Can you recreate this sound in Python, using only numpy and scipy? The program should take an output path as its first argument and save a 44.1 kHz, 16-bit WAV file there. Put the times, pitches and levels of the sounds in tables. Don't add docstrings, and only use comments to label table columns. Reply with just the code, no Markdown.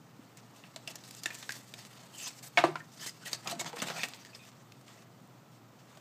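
import sys
import numpy as np
from scipy import signal
from scipy.fft import rfft, irfft
from scipy.io import wavfile

SR = 44100
rng = np.random.default_rng(int(sys.argv[2]) if len(sys.argv) > 2 else 0)


def makeup_ratio(level_db):
    decades = np.asarray(level_db, float) / 20
    return 10 ** decades


def bounce(signal):
    frames = np.transpose(np.atleast_2d(signal))
    limited = np.clip(frames, -1, 1)
    pcm = np.round(limited * 32767).astype(np.int16)
    wavfile.write(sys.argv[1], SR, pcm)


N = 264644


def rms_one(x):
    return x / np.sqrt(np.mean(x ** 2) + 1e-20)


def at_hz(points, hz):
    points = np.array(points)
    return np.interp(np.log(hz + 1), np.log(points[:, 0]), points[:, 1])


def colour(x, gain_at):
    hz = np.fft.rfftfreq(len(x), 1 / SR)
    return irfft(rfft(x) * gain_at(hz), len(x))


def strip(x, low_hz, high_hz):
    return colour(x, lambda hz: 1 / (1 + (hz / high_hz) ** 12) - 1 / (1 + (hz / low_hz) ** 12))


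def drift(rate):
    steps = rng.standard_normal(int(N / SR * 200) + 2)
    return np.interp(np.arange(N) / SR * min(rate, 199), np.arange(len(steps)), steps)


def add(out, x, s):
    at = round(s * SR)
    out[at:at + len(x)] += x[:N - at]


def slat_gain(hz):
    # (frequency [Hz], width [Hz], level [dB])
    resonances = [(685, 34, 1), (1820, 350, 2.5), (2700, 73, -1), (3200, 58, -23), (7200, 1940, 2.5)]
    peaks = sum(makeup_ratio(2 * db) / (1 + (2 * (hz - f) / w) ** 2) for f, w, db in resonances)
    return np.sqrt(1 + peaks)


def air():
    # (frequency [Hz], spectral density [dB per Hz])
    flow_spectrum = [(24, -43), (40, -27), (80, -24), (105, -10.5), (135, -3), (200, -5.5), (270, -8),
                     (400, -14.5), (700, -16), (1300, -18.5), (1700, -25.5), (3400, -30.5), (7500, -34),
                     (9800, -43), (14500, -35.5)]
    hum_hz, hum_db = 121.2, -63
    rumble = rms_one(colour(rng.standard_normal(N), lambda hz: makeup_ratio(at_hz(flow_spectrum, hz))))
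    phase = 2 * np.pi * hum_hz * np.arange(N) / SR + 1.9 * drift(9.7)
    hum = np.sin(phase) * makeup_ratio(hum_db + 3.0 + 0.38 * drift(5.6))
    return makeup_ratio(-57 + 0.18 * drift(1.92)) * rumble + hum


def singing(rub, strength_db, swing_db):
    out = rub.copy()
    for hz in np.linspace(24, 94, 44) ** 2 * makeup_ratio(.15 * rng.standard_normal(44)):
        r = np.exp(-np.pi * (45 + .02 * hz) / SR)
        poles = [1, -2 * r * np.cos(2 * np.pi * hz / SR), r * r]
        mode = signal.lfilter([(1 - r * r) / 2, 0, (r * r - 1) / 2], poles, rub)
        out += mode * makeup_ratio(strength_db + swing_db * np.minimum(drift(18), 1.3))
    return out


def pressure(part_db, share, free_db):
    # (time [s], hiss level [dB], flatness of contact [dB])
    sway = [(0, -76, 8.5), (.75, -70, 5.5), (.97, -64.5, 2.5), (1.24, -57.5, -3), (1.3, -57.5, 5),
            (1.41, -53, -10), (1.629, -59, -11), (2.1, -67, 8), (2.3, -61.5, -4), (2.52, -68.5, 0),
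            (2.9, -65, -10), (3.25, -62.5, 1.5), (3.72, -63, 12.5), (3.93, -57, 9), (4.1, -61.5, 3.5),
            (4.55, -74, 9.5), (5.7, -81, 10), (6, -67.5, 10.5)]
    # (start [s], length [s], hiss at start [dB], hiss at end [dB], flatness of contact [dB])
    parting = [(0.371, 0.071, -61, -79, 5.5), (.562, 0.04, -64, -60, -3), (0.876, 0.039, -55, -54, -3),
               (1.038, 0.15, -59, -51.5, -30), (1.429, 0.026, -67, -66, 11), (1.525, 0.074, -50, -57, -6.5),
               (1.738, 0.31, -58, -78, -2), (2.035, 0.039, -62, -61, -2), (2.122, 0.061, -61.5, -47, -19),
               (2.186, 0.1, -49, -43.5, -13.5), (2.326, 0.064, -70, -57, -10),
               (2.4285, 0.051, -51.5, -55.5, -7)]
    # (start [s], length [s], hiss at start [dB], hiss at end [dB], flatness of contact [dB])
    swinging = [(2.564, .008, -57, -57, -15), (2.596, .04, -56, -62, -15), (2.648, .004, -48, -52, -15),
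                (2.917, 0.13, -63, -48, -10), (3.012, 0.035, -49, -45, -8.5),
                (3.063, 0.027, -39.5, -43, -14), (3.258, 0.018, -44.5, -41.5, -8.5),
                (3.28, .03, -55, -58, -4), (3.316, 0.034, -48.5, -43.5, -5), (3.459, 0.018, -63.5, -55, 17),
                (3.473, 0.048, -50.5, -45, 6), (3.596, 0.015, -42, -42, -3),
                (3.661, 0.031, -46.5, -52, 6.5), (3.761, 0.028, -49, -49, 1),
                (3.832, 0.029, -46.5, -53.5, 10.5), (3.873, 0.047, -44, -53, 4),
                (3.94, 0.091, -47, -47.5, 0), (4.033, 0.02, -40, -44.5, -0.5), (4.057, 0.037, -66, -53, -7),
                (4.14, 0.13, -59, -60, -7), (4.336, 0.16, -61, -61.5, -8), (4.865, 0.16, -62, -68.5, 1),
                (5.521, 0.054, -65, -69, -10), (5.79, .03, -68, -68, 2)]
    grip_db_per_s, let_go_db_per_s = 2500, 900

    t = np.arange(0, N / SR + .002, .001)
    s, hiss_db, flat_db = np.transpose(sway)
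    power = makeup_ratio(2 * np.interp(t, s, hiss_db + share * flat_db))
    for strokes, extra_db in [(parting, 0), (swinging, free_db)]:
        for start_s, length_s, first_db, last_db, flat_db in strokes:
            end_s = start_s + length_s
            hold_db = np.interp(t, [start_s, end_s], [first_db, last_db]) + share * flat_db + extra_db
            bite_db = grip_db_per_s * np.maximum(start_s - t, 0)
            let_go_db = let_go_db_per_s * np.maximum(t - end_s, 0)
            power = power + makeup_ratio(2 * (hold_db - bite_db - let_go_db))
    return makeup_ratio(part_db) * np.interp(np.arange(N) / SR, t, np.sqrt(power))


def slides(grains_per_s, spread_db, flutter_db, patchy_db):
    # (frequency [Hz], spectral density [dB per Hz])
    rub_spectrum = [(150, 0), (250, -7), (450, -12), (730, -8.5), (950, -11.5), (1800, -3.5), (2400, -1.5),
                    (3400, -2.5), (6000, -10), (8200, -16), (9500, -26), (12000, -25), (15500, -24.5)]
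    # (level [dB], share of flatness [1], extra level when slats swing free [dB])
    rub_parts = [
        (-1, 0.13, -1),
        (-3.5, 0.93, -1),
        (-2, 0.46, 0),
        (-6.5, 0.091, -2),
        (-13, 1, 2),
    ]
    part_bands_hz = [(4000, 5500, 7000, 9000), (250, 550, 900, 1300), (1300, 2100, 2900, 4000),
                     (9000, 12000, 16000), (130, 250)]

    sizes = makeup_ratio(spread_db * np.minimum(rng.exponential(1, N), 2.5)) * rng.choice([-1, 1], N)
    slips = rms_one(sizes * (rng.random(N) < grains_per_s / SR))
    friction = slips + 1.03 * rng.standard_normal(N)
    friction = friction * makeup_ratio(flutter_db * np.minimum(drift(90), 1.5))
    rub = colour(friction, lambda hz: makeup_ratio(at_hz(rub_spectrum, hz)) * slat_gain(hz))
    rub = singing(rub, strength_db=-7, swing_db=7)
    out = 0
    for control, bounds in zip(rub_parts, part_bands_hz):
        part = 0
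        for low_hz, high_hz in zip(bounds, bounds[1:]):
            patches = makeup_ratio(patchy_db * np.minimum(drift(60), 1.5))
            part = part + strip(rub, low_hz, high_hz) * patches
        out = out + rms_one(part) * pressure(*control)
    return out


def bumps():
    # (time
    # [s], peak level # [dB], frequency [Hz], T60 [s])
    touch_rings = [(0.191, -34.5, 260, 0.033), (.8755, -36, 2700, .03), (.878, -33, 5050, 0.018),
                   (.888, -41, 5150, .022), (1.259, -38.5, 322, 0.037), (.88, -39, 660, 0.037),
                   (1.259, -32.5, 690, 0.019), (1.2582, -39, 1710, 0.1), (1.304, -42, 1760, 0.041),
                   (1.4928, -30.5, 1626, 0.035), (2.803, -41, 1820, 0.07), (3.47, -40, 158, 0.09),
                   (3.51, -37, 4010, 0.055), (3.526, -31, 690, 0.09), (3.598, -35.5, 2204, 0.095),
                   (3.60, -44, 164, 0.14), (3.735, -39.5, 477, 0.16), (3.82, -23.5, 208, 0.026),
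                   (3.898, -45, 163.3, 0.52), (4.029, -34.5, 224, 0.037), (4.036, -36, 1860, 0.059),
                   (.99, -47, 229, .08), (5.615, -47, 244, .08), (2.574, -30, 1234, .04),
                   (2.575, -26, 840, .04), (2.587, -24, 1700, .025), (2.587, -25, 3790, .02),
                   (2.597, -30, 1235, .05), (2.667, -38, 2580, .025), (2.756, -29.5, 1030, 0.039),
                   (2.756, -38, 730, .04), (3.33, -46, 1170, 0.059), (3.474, -34, 987, 0.056),
                   (3.515, -42, 186, .1), (3.535, -41, 333, 0.073), (3.555, -41, 170, .1),
                   (3.612, -44, 344, .06), (3.611, -41, 970, 0.055), (3.648, -41, 156, .1),
                   (3.73, -45, 1010, .05), (3.788, -41, 1030, .03), (3.82, -37, 1250, .05),
                   (3.819, -35, 2760, .02), (3.819, -36, 3920, .02),
                   (.761, -40, 7580, 0.023), (.761, -40, 647, 0.044), (1.2585, -19.5, 1820, 0.014),
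                    (1.2585, -26.5, 3640, 0.018), (1.2585, -25, 2720, .02), (1.2585, -29.5, 7230, .02),
                    (1.308, -38, 2450, .03), (2.574, -24, 3320, 0.024), (2.576, -37, 6890, .03),
                    (2.577, -38, 4690, 0.035), (2.639, -21, 1720, .025), (2.639, -27, 2130, .025),
                    (2.654, -28, 1710, .03), (2.685, -29, 376, 0.066), (2.756, -21.5, 1356, 0.015),
                    (3.063, -43, 5170, .04), (3.067, -40, 6200, .03), (3.068, -42, 4300, 0.057),
                    (3.094, -36, 5000, 0.028), (3.331, -30.5, 6600, 0.03), (3.331, -24, 4540, 0.018),
                    (3.331, -34, 3810, 0.026), (3.459, -35, 790, 0.043), (3.474, -33, 5000, .025),
                    (3.475, -31.5, 6680, .025), (3.474, -32, 2430, .02), (3.516, -43, 1890, .03),
                    (3.519, -38, 2970, .03), (3.599, -36, 3780, .03), (3.60, -40, 3340, .03),
                    (3.77, -40, 1850, 0.033), (3.801, -35, 3530, .025), (3.802, -37, 2660, .025),
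                    (3.819, -30, 2080, 0.028), (3.819, -32, 6000, .02), (3.824, -30, 7710, .02),
                    (3.839, -40, 1640, .03), (3.875, -36, 7400, 0.02), (3.884, -32, 2940, .025),
                    (3.90, -30, 690, 0.034), (3.90, -37, 1080, .03), (3.992, -34, 1830, .04),
                    (3.993, -37, 3620, .03), (4.038, -31, 4910, .02), (4.349, -43, 5020, .03),
                    (4.348, -45, 3570, .03)]
    out, t = np.zeros(N), np.arange(SR // 4) / SR
    for s, peak_db, hz, t60 in touch_rings:
        build_up = np.minimum(t * hz / 0.72, 1)
        add(out, makeup_ratio(peak_db - 60 * t / t60) * build_up * np.sin(2 * np.pi * hz * t), s)
    return out


def ticks():
    # (time [s], peak level [dB], strongest ring [Hz], highs [dB])
    face_slaps = [(0.3722, -42, 2880, 8), (0.5656, -58, 1060, 7), (0.6381, -39, 2670, -27),
                  (0.7612, -30, 4300, -8), (0.9558, -30, 5840, -1), (1.4266, -30, 3670, -9),
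                  (2.8045, -40, 1760, -33), (3.0623, -33.5, 5200, -19), (3.2627, -44, 1880, -39),
                  (3.331, -21.5, 4730, -2.5), (3.4463, -41.5, 799, 4), (3.5125, -26, 660, -2),
                  (3.5955, -26, 7400, -8), (3.6121, -23.5, 700, -9), (3.7305, -33.5, 900, -24),
                  (3.7685, -30, 1030, -23), (3.8188, -21, 584, -8.5), (3.8255, -22.5, 1280, -8),
                  (3.8846, -25.5, 2970, -9), (3.9009, -22, 1540, -16), (4.0386, -28, 1880, -13),
                  (4.812, -48, 506, -3), (5.9728, -42, 676, -8)]
    # (time [s], peak level [dB], strongest ring [Hz], highs [dB])
    edge_ticks = [(0.8754, -26, 2780, -8), (1.038, -41.5, 3860, -1), (1.235, -27, 4730, 1),
                  (1.258, -19.5, 1820, -7), (1.3044, -30.5, 1860, -14), (1.3453, -34, 7550, 1),
                  (1.3504, -34.5, 7340, -15), (1.387, -40, 6930, 2), (1.506, -28.5, 1820, -6),
                  (1.5277, -46, 6900, -15), (1.7904, -38.5, 1900, -4), (2.3054, -39.5, 895, -7),
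                  (2.7565, -28.5, 1310, -24.5), (3.0934, -35, 4840, 1), (3.4733, -24, 980, -12),
                  (3.8002, -30, 4600, -16), (3.994, -31.5, 2460, -47), (4.0336, -18.5, 2610, -14.5),
                  (4.3495, -38, 4760, -12), (4.4513, -45, 2560, -5), (4.8806, -45, 3380, -12),
                  (5.0235, -48.5, 692, -14)]
    # (time [s], peak level [dB], strongest ring [Hz], highs [dB])
    dry_clicks = [(1.1092, -32, 4700, -1), (1.1493, -38, 7040, -1), (1.4925, -22, 1600, -18),
                  (1.5214, -25, 5140, 0), (1.7389, -30, 3760, -11), (2.4274, -45, 5990, 2),
                  (3.4985, -28, 5300, -4), (3.6456, -33, 743, -18), (4.086, -36, 7500, 7),
                  (4.1362, -35, 4640, -16), (4.2497, -38, 1730, -5), (4.7207, -39.5, 2580, -7),
                  (4.94, -57, 6000, 5), (5.222, -56, 8000, 8), (5.275, -61, 8000, 14)]
    # touches, level of the lows [dB], T60 [s]
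    kinds = [(face_slaps, -7.5, 0.046), (edge_ticks, -17, 0.047), (dry_clicks, -18, 0.02)]
    dull_rings_longer = 0.25

    out, t = np.zeros(N), np.arange(4096) / SR
    rise = np.minimum(t / .00015, 1)
    crack = makeup_ratio(-4.5 - 60 * t / 0.015)
    touches = sorted((*row, low_db, t60) for rows, low_db, t60 in kinds for row in rows)
    draws = rng.standard_normal((len(touches), len(t)))
    for (s, peak_db, ring_hz, high_db, low_db, t60), noise in zip(touches, draws):
        tilt = [(150, low_db + 3.5), (600, low_db + 11.0), (1200, low_db + 7.5), (2200, 0.0042),
                (8000, high_db), (9800, high_db - 3.0), (16000, high_db - 13.0)]

        def sheet_gain(hz):
            hump = 1 + makeup_ratio(8.5) / (1 + (9 * (hz / ring_hz - 1)) ** 2)
            return makeup_ratio(at_hz(tilt, hz)) * slat_gain(hz) * hump

        sheet = rms_one(colour(noise, sheet_gain))
        fall = makeup_ratio(-60 * t / max(t60 * makeup_ratio(-dull_rings_longer * high_db), .004))
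        hard = makeup_ratio(0.089 * high_db + 1.5)
        snap = np.sin(2 * np.pi * 4000 * hard * t) * np.exp(-(t * hard / 0.0003) ** 2)
        snap = makeup_ratio(14.5 + 0.14 * high_db) * snap
        splinter = np.diff(noise[::-1], 2, prepend=[0, 0]) / 2
        splinter = makeup_ratio(8 + 0.87 * high_db - 60 * t / .004) * splinter
        touch = sheet * (makeup_ratio(2.5) * fall + crack) + snap + splinter
        add(out, makeup_ratio(peak_db - 13.5) * rise * touch, s)
    return out


def nicks():
    # (time [s], peak level [dB], frequency [Hz])
    hard_points = [(1.1099, -33, 4500), (1.1503, -35, 7000), (1.2353, -26, 5000), (1.351, -26.5, 5900),
                   (1.3824, -42, 6500), (1.3934, -36, 7000), (1.4232, -46, 5900), (1.4429, -39, 2800),
                   (1.7873, -42, 4100), (1.8515, -31.5, 3800), (2.4278, -39, 5900), (2.5739, -14, 3000),
                   (3.0626, -27, 3400), (3.4544, -40, 6900), (3.474, -25, 2800), (3.5949, -30, 3300),
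                   (3.6459, -25, 3800), (3.7832, -35, 1500), (3.8253, -24, 6000), (4.0391, -19, 3800),
                   (4.1192, -43, 1790), (4.1364, -30, 3600), (4.1439, -39, 5000), (4.147, -42, 4100),
                   (4.1904, -39, 2800), (4.2335, -41, 2400), (4.2503, -42, 4100), (4.2603, -38, 1800),
                   (4.333, -44, 2400), (4.453, -42, 4500), (4.472, -48, 5000), (4.4898, -39, 4800),
                   (4.7234, -37, 3600), (4.882, -47, 3100), (4.518, -42, 4000), (4.94, -48, 6000),
                   (2.7982, -43, 6000), (5.0245, -49, 3600), (4.0862, -34, 3000)]
    width_cycles = 0.32
    out, t = np.zeros(N), np.arange(-64, 64) / SR
    for s, peak_db, hz in hard_points:
        swing = np.cos(2 * np.pi * hz * t) * np.exp(-(t * hz / width_cycles) ** 2)
        add(out, -makeup_ratio(peak_db) * swing, s + t[0])
    return out


def squeaks():
    # (start [s], length [s], frequency [Hz], level [dB])
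    drags = [(1.16, 0.035, 7000, -59), (1.165, 0.04, 4900, -60), (2.125, 0.15, 2990, -56.5),
             (2.179, 0.11, 2590, -53.5), (2.258, 0.022, 1010, -53), (3.006, 0.052, 3140, -52.5),
             (3.458, 0.023, 1260, -44), (3.55, 0.036, 210, -48), (3.654, 0.063, 720, -61),
             (3.936, 0.043, 1410, -51), (3.927, 0.13, 750, -52.5), (3.955, 0.063, 2460, -46.5),
             (4.255, .04, 1790, -63), (4.319, 0.033, 2520, -59), (4.385, 0.054, 2510, -61),
             (4.338, 0.025, 5000, -64), (2.224, 0.042, 6170, -46), (2.25, .04, 5170, -46),
             (2.262, 0.029, 7500, -47.5), (2.172, 0.045, 7650, -50.5), (2.455, 0.022, 8000, -56),
             (2.988, 0.058, 5000, -54.5), (3.016, 0.033, 1760, -50), (3.067, 0.027, 2000, -53),
             (3.068, 0.015, 7400, -58), (3.213, 0.027, 1410, -54), (3.257, .02, 1900, -46),
             (3.499, 0.018, 8100, -45), (3.598, 0.012, 7600, -39.5), (3.94, 0.033, 4700, -55),
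             (3.991, .015, 4740, -48), (4.012, .015, 3530, -45), (4.157, .04, 2430, -65),
             (4.188, 0.027, 5800, -62), (4.288, 0.014, 4700, -63), (4.388, 0.066, 3620, -65),
             (2.425, .06, 13500, -60), (2.423, .05, 10600, -61), (3.255, .02, 14000, -54),
             (3.255, .02, 9500, -53), (3.06, 0.026, 5170, -53), (3.057, 0.027, 10000, -52),
             (2.26, 0.014, 3470, -46.5), (2.255, .015, 5860, -50), (3.594, .012, 6800, -39),
             (3.962, .015, 1890, -51), (3.665, 0.018, 1150, -58), (3.952, 0.018, 574, -50)]
    width_hz, widening, edge_s = 70, .09, .012
    out, t = np.zeros(N), np.arange(8192) / SR
    for (s, length_s, hz, level_db), noise in zip(drags, rng.standard_normal((len(drags), len(t)))):
        mode = colour(noise, lambda f: 1 / (1 + (2 * (f - hz) / (width_hz + widening * hz)) ** 2))
        held = np.clip(np.minimum(t, length_s + edge_s - t) / edge_s, 0, 1)
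        add(out, makeup_ratio(level_db) * held * rms_one(mode), s)
    return out


def knock(contacts, modes, sheet, soft_hz, cycles, rattle_db, rattle_t60):
    out, t = np.zeros(N), np.arange(SR // 2) / SR
    main_hz, main_db, main_t60 = np.transpose(modes)
    crowd_hz = np.geomspace(260, 9000, 70) * makeup_ratio(.15 * rng.standard_normal(70))
    hz = np.r_[main_hz, crowd_hz]
    level_db = np.r_[main_db, at_hz(sheet, crowd_hz)]
    t60 = np.r_[main_t60, np.clip(cycles / crowd_hz ** .6, .01, .3)]
    rings = makeup_ratio(level_db[:, None] - 60 * t / t60[:, None]) * np.sin(2 * np.pi * hz[:, None] * t)

    shape = (len(contacts), len(hz))
    strengths = makeup_ratio(1.14 * rng.standard_normal(shape)) * rng.choice([-1, 1], shape)
    strengths[:, :len(modes)] = np.abs(strengths[:, :len(modes)]) * (-1.) ** np.arange(len(modes))
    buzz = rng.standard_normal((len(contacts), len(t)))
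    snap = makeup_ratio(1.0) * np.sin(2 * np.pi * soft_hz / 2 * t) * np.exp(-(t * soft_hz / 2) ** 2)
    softness = signal.butter(2, np.clip(1.11 * soft_hz, 200, 15000), fs=SR)
    for (s, peak_db), strength, noise in zip(contacts, strengths, buzz):
        rattle = rms_one(colour(noise, lambda f: makeup_ratio(at_hz(sheet, f) - 21.0 * (f < 280))))
        body = strength @ rings - snap + makeup_ratio(rattle_db - 60 * t / rattle_t60) * rattle
        add(out, makeup_ratio(peak_db - 9.5) * signal.lfilter(*softness, body), s)
    return out


def edge_knock():
    # (time [s], peak level [dB])
    edge_contacts = [
        (2.5738, -10),
        (2.577, -10),
        (2.582, -14),
        (2.587, -16),
        (2.591, -40),
        (2.596, -45),
        (2.604, -44),
    ]
    # (frequency [Hz], level [dB], T60 [s])
    edge_modes = [(150, -22, 0.58), (334, -26, 0.57), (690, -1, 0.058), (718, 0.5, 0.11), (800, -34, 0.1),
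                  (895, -29, 0.052), (1224, -19, 0.13), (1732, 1, 0.047), (2234, 3.5, 0.025),
                  (2780, -15, 0.058), (558, -13, 0.061)]
    # (frequency [Hz], level [dB])
    edge_sheet = [(300, -32.5), (800, -18), (2500, -17), (4000, -25.5), (6000, -31), (9000, -33.5)]
    return knock(edge_contacts, edge_modes, edge_sheet, soft_hz=5900, cycles=4.2,
                 rattle_db=-6.5, rattle_t60=0.14)


def flat_knock():
    # (time [s], peak level [dB])
    flat_contacts = [
        (2.6386, -3),
        (2.648, -20),
        (2.654, -19),
        (2.659, -34),
        (2.686, -45),
    ]
    # (frequency [Hz], level [dB], T60 [s])
    flat_modes = [(154, -21, 0.72), (325, -9.5, 0.075), (368, -14.5, 0.13), (1047, -22, .07),
                  (684, 1, 0.04), (815, -13, 0.1), (943, -11, 0.065), (1175, -11.5, 0.08),
                  (2670, -22, 0.16)]
    # (frequency [Hz], level [dB])
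    flat_sheet = [(250, -30.5), (700, -20), (1400, -21), (2800, -22), (5000, -19.5), (9000, -16)]
    return knock(flat_contacts, flat_modes, flat_sheet, soft_hz=2000, cycles=3.8,
                 rattle_db=-5.5, rattle_t60=0.2)


def room(x):
    t60_s = 0.27
    t = np.arange(SR // 2) / SR
    tail = rng.standard_normal(len(t)) * makeup_ratio(-60 * t / t60_s) * (t > .006)
    tail = signal.lfilter(*signal.butter(1, 4000, fs=SR), tail)
    return signal.fftconvolve(x, tail / np.sqrt(np.sum(tail ** 2)))[:N]


def scene():
    blind = slides(grains_per_s=2500, spread_db=3.5, flutter_db=2.5, patchy_db=2.5)
    blind = blind + bumps() + ticks() + nicks() + squeaks()
    blind = blind + edge_knock() + flat_knock()
    blind = signal.sosfilt(signal.butter(4, 115, "high", fs=SR, output="sos"), blind)
    return (blind + makeup_ratio(-18.5) * room(blind) + air())[None]


def roll_off(x):
    return signal.sosfilt(signal.butter(12, 16470, fs=SR, output="sos"), x)


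def record(dry):
    top_hz = 15300
    thin = signal.sosfilt(signal.butter(2, 70, "high", fs=SR, output="sos"), dry)
    cut = signal.sosfilt(signal.ellip(10, 1, 60, top_hz, fs=SR, output="sos"), thin)
    return roll_off(cut + makeup_ratio(-52.0) * thin)


dry = scene()
out = record(dry)
bounce(out)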